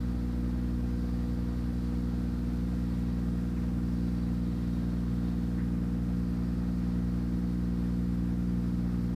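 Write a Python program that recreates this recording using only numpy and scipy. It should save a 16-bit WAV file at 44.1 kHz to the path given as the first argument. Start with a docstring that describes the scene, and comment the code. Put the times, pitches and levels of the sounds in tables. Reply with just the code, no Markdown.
"""A three-cylinder diesel drives a render pump at a governed 2400 rpm, some way off on a building site.
Its intake thuds, its exhaust drones, its block clatters faintly, and the belt-driven pump and
compressor hum at their own speeds. Up on the scaffold a spray gun hisses along the wall in five
passes over a bed of airy treble, and a tool scrapes twice."""
import sys
import numpy as np
from scipy import signal
from scipy.fft import rfft, irfft, next_fast_len
from scipy.io import wavfile
from scipy.ndimage import map_coordinates

SR = 44100
rng = np.random.default_rng(int(sys.argv[2]) if len(sys.argv) > 2 else 0)


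def transcribe(u):
    """Save the signal u as a 16-bit wav file named by the first command-line argument.

    u: samples, shape (n,) or (channels, n), limited to [-1, 1]; the rate is SR.
    q: integer samples, one column per channel.
    """
    v = np.clip(np.atleast_2d(u).T, -1, 1)
    q = np.round(v * 32767).astype(np.int16)
    wavfile.write(sys.argv[1], SR, q)


N = 403499
TIME = np.arange(N) / SR
CYLINDERS, GOVERNED_FIRING_HZ = 3, 60


def amp(db):
    """Decibels to gain."""
    return 10 ** (np.asarray(db) / 20)


def unit(x):
    """x at rms 1."""
    return x / np.sqrt(np.mean(x ** 2) + 1e-20)


def automation(points):
    """A fader curve through (time, level) points."""
    return np.interp(TIME, *np.transpose(points))


def wobble(rate):
    """A smooth random curve, rate knots a second."""
    coarse = np.arange(0, N + 64, 64)
    knots = rng.standard_normal(int(N * rate / SR) + 4)
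    return np.interp(np.arange(N), coarse, map_coordinates(knots, [coarse * rate / SR]))


def filtered(x, response):
    """x through an EQ whose gain is response(hz)."""
    size = next_fast_len(N + SR // 2)
    return irfft(rfft(x, size) * response(np.fft.rfftfreq(size, 1 / SR)), size)[:N]


def noise(spectrum):
    """Noise of rms 1, coloured by (frequency, level) points on a log axis."""
    points_hz, db = np.transpose(spectrum)
    colour = lambda hz: amp(np.interp(np.log(hz + 1), np.log(points_hz + 1), db))
    return unit(filtered(rng.standard_normal(N), colour))


def band(centre_hz, half_width_hz):
    """Noise of rms 1 in one resonance, whose centre may move."""
    skirt = lambda hz: 1 / (1 + (hz / half_width_hz) ** 2)
    phase = 2 * np.pi * np.cumsum(centre_hz * np.ones(N)) / SR
    return unit(sum(filtered(rng.standard_normal(N), skirt) * wave(phase) for wave in (np.cos, np.sin)))


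def tone(turns):
    """A sine of rms 1."""
    return np.sqrt(2) * np.cos(2 * np.pi * turns)


def throb(turns, depth_db):
    """A gain that swells once a turn."""
    return unit(amp(depth_db * np.cos(2 * np.pi * turns)))


def echoed(x, delay_s, gain, sway, count):
    """x plus reflections from nearby walls, at rms 1; the colour shifts as the paths slowly change."""
    delays = [delay_s * (k + rng.uniform(.7, 1.3)) * (1 + sway * wobble(.6)) for k in range(count)]
    return unit(x + gain * sum(np.interp(TIME - delay, TIME, x) for delay in delays))


# Intake thud (first two rows) and exhaust drone: multiple of the firing rate, base level/dB
FIRING_HARMONICS = [(1, -35.5), (2, -39.5), (3, -35.5), (4, -37.5), (5, -46.5), (6, -57), (7, -83),
                    (8, -55)]
# Swell of the silencer drone as the listener moves, taken about its mean: t/s, level/dB
DRONE_SWELL = [(0.2, -38.5), (2.53, -37), (2.94, -34.5), (8.78, -32.5), (9.0, -32.5)]


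def intake_and_exhaust(firings, intake_lag=0.39, scatter_db=0.64, waver_db=0.5):
    """Each cylinder puffs through the silencer; part of a firing later the intake takes a deep gulp."""
    drone_db = automation(DRONE_SWELL)
    drone_db -= drone_db.mean()
    thud_db = -0.37 * drone_db
    # the drone grows with its octave; the thud recedes and trades level with its own octave
    shift_db = {1: thud_db, 2: -0.89 * thud_db, 3: drone_db, 6: drone_db, 8: thud_db}
    partials = [(k, amp(db + shift_db.get(k, 0) + waver_db * wobble(7.2))) for k, db in FIRING_HARMONICS]
    gulps = sum(gain * tone(k * (firings - intake_lag)) for k, gain in partials[:2])
    puffs = sum(gain * tone(k * firings) for k, gain in partials[2:])
    burn_strength = amp(scatter_db * wobble(45))  # no two burns are quite equal
    return puffs * burn_strength - gulps  # suction lowers the pressure


# Tones of unequal cylinders, valves and gears: multiple of the four-stroke cycle rate, level/dB
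BLOCK_TONES = [(8, -56.5), (10, -49), (13, -58), (16, -57), (17, -61.5), (34, -73.5), (36, -75), (48, -76),
               (55, -73), (60, -74), (63, -74), (65, -73), (68, -72.5), (69, -76), (75, -74), (78, -72.5),
               (81, -78.5), (93, -81.5), (96, -76), (106, -82), (122, -82.5)]


def engine_block(firings, waver_db=2, slack_turns=0.072):
    """Whatever repeats once in two crank turns sings on multiples of a third of the firing rate."""
    cycles = firings / CYLINDERS
    return sum(amp(db + waver_db * wobble(2.96))
               * tone(k * cycles + rng.random() + slack_turns * wobble(4)) for k, db in BLOCK_TONES)


# Pump and compressor hum at the governed speed: f/Hz, level/dB
PUMP_TONES = [(70.6, -49), (82.1, -54.5), (335.6, -68), (503.8, -66)]


def pump_and_compressor(firings, waver_db=2.5, slip_turns=0.065):
    """Belt-driven parts follow the engine's speed and beat against its harmonics."""
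    engine_time = firings / GOVERNED_FIRING_HZ
    return sum(amp(db + waver_db * wobble(2.7))
               * tone(hz * engine_time + rng.random() + slip_turns * wobble(3.3))
               for hz, db in PUMP_TONES)


# Low-end colour of the gas rumble: f/Hz, relative level/dB
RUMBLE_EQ = [(15, -21), (35, -1.5), (60, -14), (88, 4), (130, -1.5), (170, 0), (220, -7), (265, -3),
             (292, -1), (320, -5), (375, -11.5), (440, -32), (700, -43.5)]
# Midrange colour of the rattling casing: f/Hz, relative level/dB
CLATTER_EQ = [(200, -25), (400, 1.5), (500, 1.5), (570, 0.5), (700, 0), (1000, -3.5), (1300, -4.5),
              (1700, -8), (1860, -7), (2050, -11.5), (2450, -13.5), (3000, -18), (5000, -21), (15000, -48)]


def rumble_and_clatter(firings, rumble_db=-46, clatter_db=-53.5):
    """Gas rumbles with every puff; the casing rattles with the firings and with the valve cycle."""
    rumble = amp(rumble_db) * noise(RUMBLE_EQ) * throb(firings, depth_db=-1.0)
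    rattle = throb(firings, depth_db=0.7) * throb(firings / CYLINDERS, depth_db=0.73)
    flicker = amp(0.65 * wobble(22) + 0.11 * wobble(2.99))
    casing = echoed(noise(CLATTER_EQ), delay_s=.005, gain=0.12, sway=0.0092, count=4)
    return rumble + amp(clatter_db) * casing * rattle * flicker


# Passes of the gun: start t/s, end t/s, level/dB before surge and trim, f/Hz the hiss sinks toward
GUN_PASSES = [(-0.4, 0.86, -68.5, 3835), (0.78, 3.3, -66.8, 3998), (3.78, 5.66, -66, 3660),
              (6.07, 8.25, -69.3, 4340), (8.35, 9.4, -71, 4500)]


def spray_gun(attack_s=0.22, release_s=0.17, surge_db=4.5, surge_s=0.29, opening_hz=4750, glide_s=0.6,
              trim_db=-2.5, sputter_db=1.4, whistle_hz=4580, sag_hz_per_s=70):
    """Air blows wet render from the nozzle; each pass opens with a bright surge, then settles."""
    passes = np.array(GUN_PASSES)
    current = np.maximum(np.searchsorted(passes[:, 0], TIME) - 1, 0)
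    start, end, db, settled_hz = passes[current].T
    age = np.maximum(TIME - start, 0)
    valve = np.clip(age / attack_s, 0, 1) * np.clip((end - TIME) / release_s, 0, 1)
    surge = amp(surge_db * np.exp(-age / surge_s))  # pressure stored in the hose
    centre_hz = settled_hz + (opening_hz - settled_hz) * np.exp(-age / glide_s)
    hiss = echoed(band(centre_hz, half_width_hz=860), delay_s=.002, gain=0.55, sway=0.043, count=2)
    whistle = amp(-7.5) * band(whistle_hz - sag_hz_per_s * age, half_width_hz=70)
    return valve * surge * amp(db + trim_db + sputter_db * wobble(25)) * (hiss + whistle)


# Colour of the airy treble: f/Hz, relative level/dB
AIR_EQ = [(500, -26), (2400, 0), (3100, 2), (3700, 4), (5200, 4), (6500, -2), (8000, -1.5), (10000, -4.5),
          (14000, -5.5), (15300, -8.5)]
# Fader ride of the airy treble: t/s, level/dB
AIR_FADER = [(1, -65.1), (1.5, -64.2), (4, -64.2), (4.6, -65), (6.5, -66), (9.1, -65)]


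def airy_treble(flutter_db=0.65):
    """A bright, lightly fluttering bed of hiss that carries on between the passes."""
    return amp(automation(AIR_FADER) + flutter_db * wobble(20)) * noise(AIR_EQ)


# Tool strokes: start t/s, level/dB at the crest, centre f/Hz, length t/s (twice the rise time)
TOOL_STROKES = [(3.56, -56.5, 2100, 0.02), (5.577, -51.5, 1790, 0.03)]


def tool_scrapes():
    """Two brief strokes of a tool on the wall, each swelling and dying away."""
    strokes = np.zeros(N)
    for start, db, centre_hz, length in TOOL_STROKES:
        rise = np.maximum(TIME - start, 0) / (length / 2)
        strokes += amp(db) * rise * np.exp(1 - rise) * band(centre_hz, half_width_hz=300)
    return strokes


def scene(start_hz=60.48, loaded_hz=59.76, settle_s=3.7):
    """The diesel, sagging a little under the pump's load, mixed in mono with the work on the wall."""
    firing_hz = loaded_hz + (start_hz - loaded_hz) * np.exp(-TIME / settle_s)
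    firings = np.cumsum(firing_hz + 0.083 * wobble(12)) / SR  # the governor hunts a little
    machine = intake_and_exhaust(firings) + engine_block(firings)
    machine += pump_and_compressor(firings) + rumble_and_clatter(firings)
    return (machine + spray_gun() + airy_treble() + tool_scrapes())[None]


def record(dry, fade_s=0.008, top_hz=15300):
    """A quick fade at each end and a brick-wall high cut."""
    fades = signal.windows.tukey(N, 2 * fade_s * SR / N)
    return np.array([filtered(channel * fades, lambda hz: hz < top_hz) for channel in dry])


dry = scene()
out = record(dry)
transcribe(out)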